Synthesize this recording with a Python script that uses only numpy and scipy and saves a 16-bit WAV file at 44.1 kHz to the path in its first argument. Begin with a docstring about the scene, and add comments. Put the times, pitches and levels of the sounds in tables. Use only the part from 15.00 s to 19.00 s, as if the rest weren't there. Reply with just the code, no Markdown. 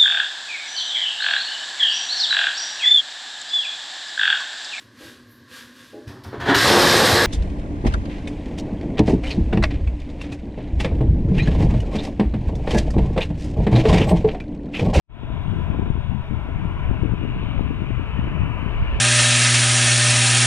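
"""A snowy airfield, with jet engines running far from a two-port microphone. Their exhaust is a dull roar,
patchy from the moving air, that slowly brightens; faint turbine whines waver in it, and a thin exhaust hiss
opens up near the end. Right at the microphone, gusts rumble and flutter, mostly on the left port, and now and
then an eddy thumps it. The whole sound, the microphone's own faint hiss included, fades in at the start."""
import sys
import numpy as np
from scipy import signal
from scipy.fft import rfft, irfft
from scipy.io import wavfile
from scipy.ndimage import uniform_filter1d

SR = 44100
rng = np.random.default_rng(int(sys.argv[2]) if len(sys.argv) > 2 else 0)


def waveform_to_disk(signal):
    """Save audio, clipped to [-1, 1], as 16-bit WAV at the path in sys.argv[1]."""
    frames = np.transpose(np.atleast_2d(signal))
    scaled = np.clip(frames, -1, 1) * 32767
    samples = np.round(scaled).astype(np.int16)
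    wavfile.write(sys.argv[1], SR, samples)


N = 176400
T, HZ = np.arange(N) / SR, np.fft.rfftfreq(N, 1 / SR)


def amp(db):
    """Decibels to gain."""
    return 10 ** (np.asarray(db) / 20)


def unit(x):
    """Scales to rms 1."""
    return x / np.sqrt(np.mean(x ** 2) + 1e-20)


def curve(rows, t=T, column=1):
    """One column of a table over time."""
    rows = np.array(rows)
    return np.interp(t, rows[:, 0], rows[:, column])


def colour(rows, hz=HZ, column=1):
    """One column of a table over log frequency."""
    rows = np.array(rows)
    return np.interp(np.log(hz + 1), np.log(rows[:, 0] + 1), rows[:, column])


def noise(gain):
    """Noise with the given amplitude per root Hz."""
    return irfft(rfft(rng.standard_normal(N)) * gain, N) * np.sqrt(SR / 2)


def wander(rate_hz):
    """A smooth random drift of rms 1."""
    return unit(noise(np.exp(-.5 * (HZ / rate_hz) ** 2)))


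# The far roar at the right port. Each row: frequency in Hz, dull and bright levels in dB per Hz.
ROAR_SPECTRUM = [(64, -55.5, -59.5), (267, -86, -89.5), (380, -67.5, -76), (505, -79.5, -72.5),
                 (644, -69, -70), (812, -75.5, -75.5), (987, -67.5, -67), (1220, -79.5, -68.5),
                 (1356, -73, -71.5), (1980, -82.5, -76), (2230, -79, -71.5), (3060, -86, -74),
                 (3166, -85, -87.5), (3660, -85.5, -91.5), (4280, -101.5, -96.5), (4300, -108, -100),
                 (4900, -117, -110), (6150, -134, -130), (7500, -150, -150)]
# Its drift. Each row: time in seconds, gain in dB, brightness 0-1, gain above the treble edge in dB.
ROAR_DRIFT = [(0, -0.5, 0.06, 3.5), (.45, 1.5, 0.06, 3.5), (.75, 2, 0, 0), (1.05, -1.5, 0.18, 4),
              (1.55, 2.5, 0, -3.5), (1.85, 2, 0.38, -1.5), (2.15, -.5, 0.6, 2.5), (2.5, 2, 0.54, 4.5),
              (2.8, -1.5, 0.73, 3.5), (3.15, 2, 0.73, 1.5), (3.55, 2.5, 0.75, -3), (3.85, 3, 0.82, 2.5),
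              (4, 3.5, 0.7, 1)]
# Its highest hiss. Each row: time in seconds, added gain in dB.
ROAR_TOP_GAIN = [(0, 2), (.5, 2), (1, 6), (1.4, 11.5), (1.9, 6), (2.3, 3), (2.6, 3), (3, 3), (3.55, 5),
                 (3.8, 4), (4, 4)]
# How the engines reach the two ports.
# Each row: frequency in Hz, left minus right in dB, left lead in radians, coherence 0-1.
PORT_ARRIVAL = [(400, 2, 0.7, 0.82), (910, 3, 0.53, 0.94), (1240, 0.5, 0.73, 0.89), (1710, 1, 1.22, 0.8),
                (2030, 2.5, 1.96, 0.93), (2580, 6.5, 1.84, 0.82), (3320, 3, 1.92, 1),
                (3740, 1.5, 2.12, 0.97), (4740, -1, 3.3, 1), (5670, 8.5, 3.2, 1)]
TREBLE_EDGE_HZ, TOP_EDGE_HZ = (3130, 3200), (3900, 4600)  # each gain ramps in across its span


def left_port_response(hz):
    """Gain and phase of the engines at the left port, relative to the right."""
    return amp(colour(PORT_ARRIVAL, hz)) * np.exp(1j * colour(PORT_ARRIVAL, hz, column=2))


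def jet_roar(patch_db=1.19, swell_db=0.17):
    """Exhaust noise from across the airfield, made patchy by the moving air, arriving at both ports."""
    frames = dict(fs=SR, nperseg=2048, noverlap=1536)
    white = rng.standard_normal((2, N)) * np.sqrt(SR / 2)
    hz, t, (independent, right) = signal.stft(white, **frames)
    hz = hz[:, None]
    patches = uniform_filter1d(rng.standard_normal(right.shape), size=9, axis=0)  # across frequency
    patches = unit(uniform_filter1d(patches, size=12, axis=1))  # across time
    bright = curve(ROAR_DRIFT, t, column=2)
    db = colour(ROAR_SPECTRUM, hz) * (1 - bright) + colour(ROAR_SPECTRUM, hz, column=2) * bright
    db += curve(ROAR_DRIFT, t) + patch_db * patches
    db += np.interp(hz, TREBLE_EDGE_HZ, (0, 1)) * curve(ROAR_DRIFT, t, column=3)
    db += np.interp(hz, TOP_EDGE_HZ, (0, 1)) * curve(ROAR_TOP_GAIN, t)
    coherence = colour(PORT_ARRIVAL, hz, column=3)
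    left = (coherence * right + np.sqrt(1 - coherence ** 2) * independent) * left_port_response(hz)
    _, ports = signal.istft(np.array([left, right]) * amp(db), **frames)
    return ports[:, :N] * amp(swell_db * wander(rate_hz=9.3))


WHINE_HZ = (429, 996, 2865, 4297)
# The far turbines, a row per pitch. Each row: width in Hz, levels in dB with a dull and a bright roar.
BLADE_TONES = [(7, -57, -52.5), (40, -52.5, -71.5), (4.97, -61, -55.5), (6, -96.5, -72.5)]


def turbine_whines():
    """Blade tones that waver on their long way through the air."""
    ports, bright = np.zeros((2, N)), curve(ROAR_DRIFT, column=2)
    for hz, (width_hz, dull_db, bright_db) in zip(WHINE_HZ, BLADE_TONES):
        waver = wander(width_hz / 2) + 1j * wander(width_hz / 2)
        tone = waver * np.exp(2j * np.pi * hz * T) * amp(dull_db + (bright_db - dull_db) * bright)
        ports += np.array([tone * left_port_response(hz), tone]).real
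    return ports


def turbulence(spectrum, rolloff_hz=2470):
    """Pressure noise at a port, its treble rolled off and its slow level even for a gust to shape."""
    pressure = noise(amp(colour(spectrum)) / (1 + (HZ / rolloff_hz) ** 2))
    slow_power = uniform_filter1d(uniform_filter1d(pressure ** 2, size=2000), size=2000)
    return pressure / np.sqrt(slow_power + 1e-20)


# Small eddies on the microphone. Each row: frequency in Hz, relative level in dB.
EDDY_SPECTRUM = [(60, -55.5), (130, -7.5), (190, -3), (300, -1), (400, -11), (500, -20), (700, -25),
                 (1200, -34), (2500, -49.5), (8000, -67)]


def flutter(lump_db=4.5):
    """Small eddies reach a port in quick lumps."""
    return unit(turbulence(EDDY_SPECTRUM) * amp(lump_db * wander(rate_hz=60)))


# The wind's deep roll and its rumble at each port. Each row: frequency in Hz, relative level in dB.
ROLL_SPECTRUM = [(8, -12), (25, -7), (45, 2.5), (65, 1), (90, -7.5), (150, -34.5), (500, -62.5)]
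LEFT_RUMBLE_SPECTRUM = [(8, -28), (25, -9), (50, -8.5), (80, 1.5), (130, 0.5), (180, -6.5), (260, -17),
                        (450, -48), (1000, -82)]
RIGHT_RUMBLE_SPECTRUM = [(8, -16.5), (40, -8), (80, 2.5), (110, -1.5), (160, -5), (250, -14.5),
                         (400, -26.5), (1000, -59.5), (5000, -100)]
# Roll, gusts and flutter right on the ports. Each row: time in seconds, relative level in dB.
LEFT_ROLL_LEVEL = [(0, -18), (.2, -26), (.3, -24.5), (.55, -22), (.67, -23.5), (.8, -22), (.97, -17.5),
                   (1.03, -22.5), (1.11, -19.5), (1.24, -33), (1.33, -27), (1.43, -24.5), (1.57, -28),
                   (1.62, -34), (1.72, -21.5), (1.8, -24.5), (1.88, -17), (2.03, -22.5), (2.12, -21),
                   (2.52, -27.5), (2.6, -19), (2.68, -22), (2.9, -26), (2.97, -21), (3.07, -29),
                   (3.17, -21.5), (3.3, -24.5), (3.44, -27), (3.53, -24.5), (3.66, -22.5), (3.83, -16),
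                   (4, -25)]
LEFT_GUST_LEVEL = [(0, -27), (.2, -26.5), (.37, -23), (.44, -26.5), (.5, -17.5), (.57, -25), (.63, -21.5),
                   (.75, -25), (.83, -21), (.88, -28), (.96, -25), (1.04, -26), (1.12, -17.5),
                   (1.19, -20.5), (1.26, -35), (1.34, -18), (1.46, -30), (1.56, -22.5), (1.66, -22),
                   (1.75, -29.5), (1.9, -20), (1.97, -22.5), (2.1, -18), (2.18, -23.5), (2.36, -22),
                   (2.53, -24.5), (2.6, -22.5), (2.68, -22), (2.77, -28), (2.96, -19.5), (3.08, -27.5),
                   (3.22, -21.5), (3.3, -24), (3.4, -17.5), (3.49, -18.5), (3.56, -25.5), (3.65, -23),
                   (3.72, -27), (3.82, -23.5), (3.9, -28.5), (4, -24.5)]
LEFT_FLUTTER_LEVEL = [(0, -32), (.21, -45.5), (.24, -36), (.33, -39.5), (.47, -40.5), (.6, -32), (.66, -38),
                      (.74, -28.5), (.8, -33), (.87, -37), (.905, -30.5), (.93, -45.5), (.96, -30),
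                      (1.04, -50), (1.15, -43), (1.27, -48), (1.33, -31), (1.42, -39.5), (1.49, -36),
                      (1.55, -42), (1.66, -34), (1.74, -40), (1.84, -42), (1.9, -25.5), (1.97, -36.5),
                      (2.03, -27.5), (2.13, -34.5), (2.17, -33.5), (2.25, -27.5), (2.3, -31.5), (2.43, -37),
                      (2.53, -37), (2.6, -27), (2.66, -41.5), (2.71, -31), (2.77, -41.5), (2.83, -31),
                      (2.9, -38.5), (2.97, -34), (3.13, -47), (3.2, -31.5), (3.32, -34), (3.42, -36),
                      (3.55, -39), (3.67, -29), (3.77, -40.5), (4, -43)]
RIGHT_ROLL_LEVEL = [(0, -42), (.3, -39), (.6, -32), (.82, -30), (1, -31), (1.12, -43), (1.25, -37),
                    (1.4, -34), (1.57, -30), (1.9, -30.5), (2.1, -31.5), (2.38, -26.5), (2.52, -32),
                    (2.66, -33), (2.85, -30), (3.1, -34), (3.27, -21.5), (3.35, -33), (3.43, -22.5),
                    (3.52, -40), (3.68, -39), (3.82, -14.5), (3.88, -27), (3.94, -12.5), (4, -28)]
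RIGHT_GUST_LEVEL = [(0, -44), (.5, -45), (.58, -34.5), (.74, -47), (.81, -41), (.92, -42), (1.1, -51),
                    (1.3, -48), (1.63, -48), (1.8, -36), (1.84, -35), (1.88, -25.5), (1.96, -47),
                    (2.02, -38), (2.2, -44.5), (2.38, -37), (2.5, -43), (2.9, -44.5), (3.18, -42),
                    (3.27, -31), (3.33, -45.5), (3.41, -31), (3.55, -46), (3.8, -45), (4, -44)]


def wind():
    """Each port has its own turbulence: a deep roll, a rumble and a flutter above them."""
    left = turbulence(ROLL_SPECTRUM) * amp(curve(LEFT_ROLL_LEVEL))
    left += turbulence(LEFT_RUMBLE_SPECTRUM) * amp(curve(LEFT_GUST_LEVEL) + 2)
    left += flutter() * amp(curve(LEFT_FLUTTER_LEVEL) + 6)
    right = turbulence(ROLL_SPECTRUM) * amp(curve(RIGHT_ROLL_LEVEL) + 0.5)
    right_gusts = turbulence(RIGHT_RUMBLE_SPECTRUM) * amp(1.5) + flutter() * amp(-11.5)
    right += right_gusts * amp(curve(RIGHT_GUST_LEVEL))
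    return np.array([left, right])


def eddy_time_squared(peak_s, hz, steepness=1.35):
    """Squared time from an eddy's peak, in its own widths: the front is steeper than the back."""
    t = (T - peak_s) * np.where(T < peak_s, steepness, 1 / steepness)
    return np.minimum((np.pi * hz * t) ** 2, 400)


# Big eddies hitting the left port. Each row: peak time in seconds, strength in dB, centre in Hz.
BIG_EDDIES = [(0.2337, -13.5, 273), (.304, -12.5, 217), (0.483, -10.5, 129), (.589, -10, 150),
              (0.7033, -5, 145), (.748, -14.5, 343), (0.7967, -4.5, 210), (0.8283, -8.5, 200),
              (0.9037, -3, 151), (0.9554, -9, 150), (1.0986, -7.5, 97), (1.311, -9.5, 189),
              (1.325, -11.5, 179), (1.489, -14.5, 294), (1.5607, -8, 117), (1.6551, -7.5, 153),
              (1.8578, -9.5, 53.7), (1.8973, -6.7, 101), (1.9134, -5, 180), (2.0267, -4.5, 102),
              (2.0591, -5.5, 187), (2.093, -14.5, 330), (2.1245, -8, 138), (2.1383, -7, 178),
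              (2.2388, -9, 187), (2.2522, -12.5, 300), (2.43, -14, 282), (2.4691, -11, 89),
              (2.5872, -7.5, 66), (2.5944, -12, 640), (2.6101, -5.5, 207), (2.706, -11.5, 197),
              (2.8206, -7.5, 200), (3.1733, -15, 153), (3.2434, -9, 160), (3.354, -10.5, 159),
              (3.4064, -7.5, 120), (3.418, -6.5, 107), (3.664, -7.5, 150), (3.8285, -7, 80)]
# The port's tick under a hard thump. Each row: frequency in Hz, relative level in dB.
PORT_TICK_SPECTRUM = [(2000, -23), (5000, -7), (7000, -0.5), (11500, 2.5), (13500, -13)]
TICK_DB, TICK_DB_PER_DB, TICK_HALF_S = -44.5, 2.6, .0006


def eddy_thumps(gain_db=2, rebound=.6):
    """Single eddies: a short push or pull with a rebound each side; the hardest make the port tick."""
    left, tick_envelope = np.zeros(N), np.zeros(N)
    for (peak_s, db, hz), sign in zip(BIG_EDDIES, rng.choice([-1, 1], len(BIG_EDDIES))):
        time_squared = eddy_time_squared(peak_s, hz)
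        left += sign * amp(db + gain_db) * (1 - 2 * rebound * time_squared) * np.exp(-time_squared)
        triangle = np.maximum(1 - abs(T - peak_s) / (2 * TICK_HALF_S), 0)
        tick_envelope += amp(TICK_DB + TICK_DB_PER_DB * db) * triangle
    left += tick_envelope * unit(noise(amp(colour(PORT_TICK_SPECTRUM))))
    return np.array([left, np.zeros(N)])


def wind_dip():
    """The left wind noise dips briefly under each thump, so the thump stands out."""
    left = np.ones(N)
    for peak_s, _, hz in BIG_EDDIES:
        left *= 1 - np.exp(-eddy_time_squared(peak_s, hz) / 2)
    return np.array([left, np.ones(N)])


# Thin hiss from the far exhaust. Each row: frequency in Hz, level in dB per Hz.
EXHAUST_HISS_SPECTRUM = [(2000, -115), (3500, -90), (4300, -96), (5000, -101), (6500, -122), (9000, -150)]
# Its rise. Each row: time in seconds, gain in dB.
EXHAUST_HISS_GAIN = [(0, -30.5), (3.5, -15.5), (3.72, -6), (4, 0.5)]


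def exhaust_hiss():
    """A thin exhaust hiss that opens up near the end, diffuse at the two ports."""
    ports = np.array([noise(amp(colour(EXHAUST_HISS_SPECTRUM))) for _ in range(2)])
    return ports * amp(curve(EXHAUST_HISS_GAIN))


def scene():
    """Far engines behind the wind at the microphone."""
    engines = jet_roar() + exhaust_hiss() + turbine_whines()
    return engines + wind() * wind_dip() + eddy_thumps()


# The microphone's own hiss. Each row: frequency in Hz, level in dB per Hz.
MIC_HISS_SPECTRUM = [(3000, -110), (5800, -109), (6400, -113), (7300, -110.5), (8400, -114.5), (9800, -113),
                     (11300, -118), (13700, -114), (14400, -119), (15000, -116), (16000, -121)]
# The drift of that hiss, and the fade-in of the whole sound. Each row: time in seconds, gain in dB.
MIC_HISS_GAIN = [(0, 0), (.3, 1), (.6, 4), (.75, 2.5), (.97, .3), (1.9, 2.5), (2.2, 1), (3, 2), (4, 3.8)]
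FADE_IN = [(0, -77), (.075, -58), (.1, -18.5), (.15, -11.5), (.22, -6.5), (.32, -3.5), (.45, -2)]
BAND_LIMIT_HZ = 15700


def record(dry):
    """Microphone hiss, the fade-in and the band limit."""
    hiss = np.array([noise(amp(colour(MIC_HISS_SPECTRUM))) for _ in dry])
    faded = (dry + hiss * amp(curve(MIC_HISS_GAIN))) * amp(curve(FADE_IN))
    lowpass = signal.firwin(511, BAND_LIMIT_HZ, window=("kaiser", 9), fs=SR)
    return signal.oaconvolve(faded, lowpass[None], "same")


dry = scene()
out = record(dry)
waveform_to_disk(out)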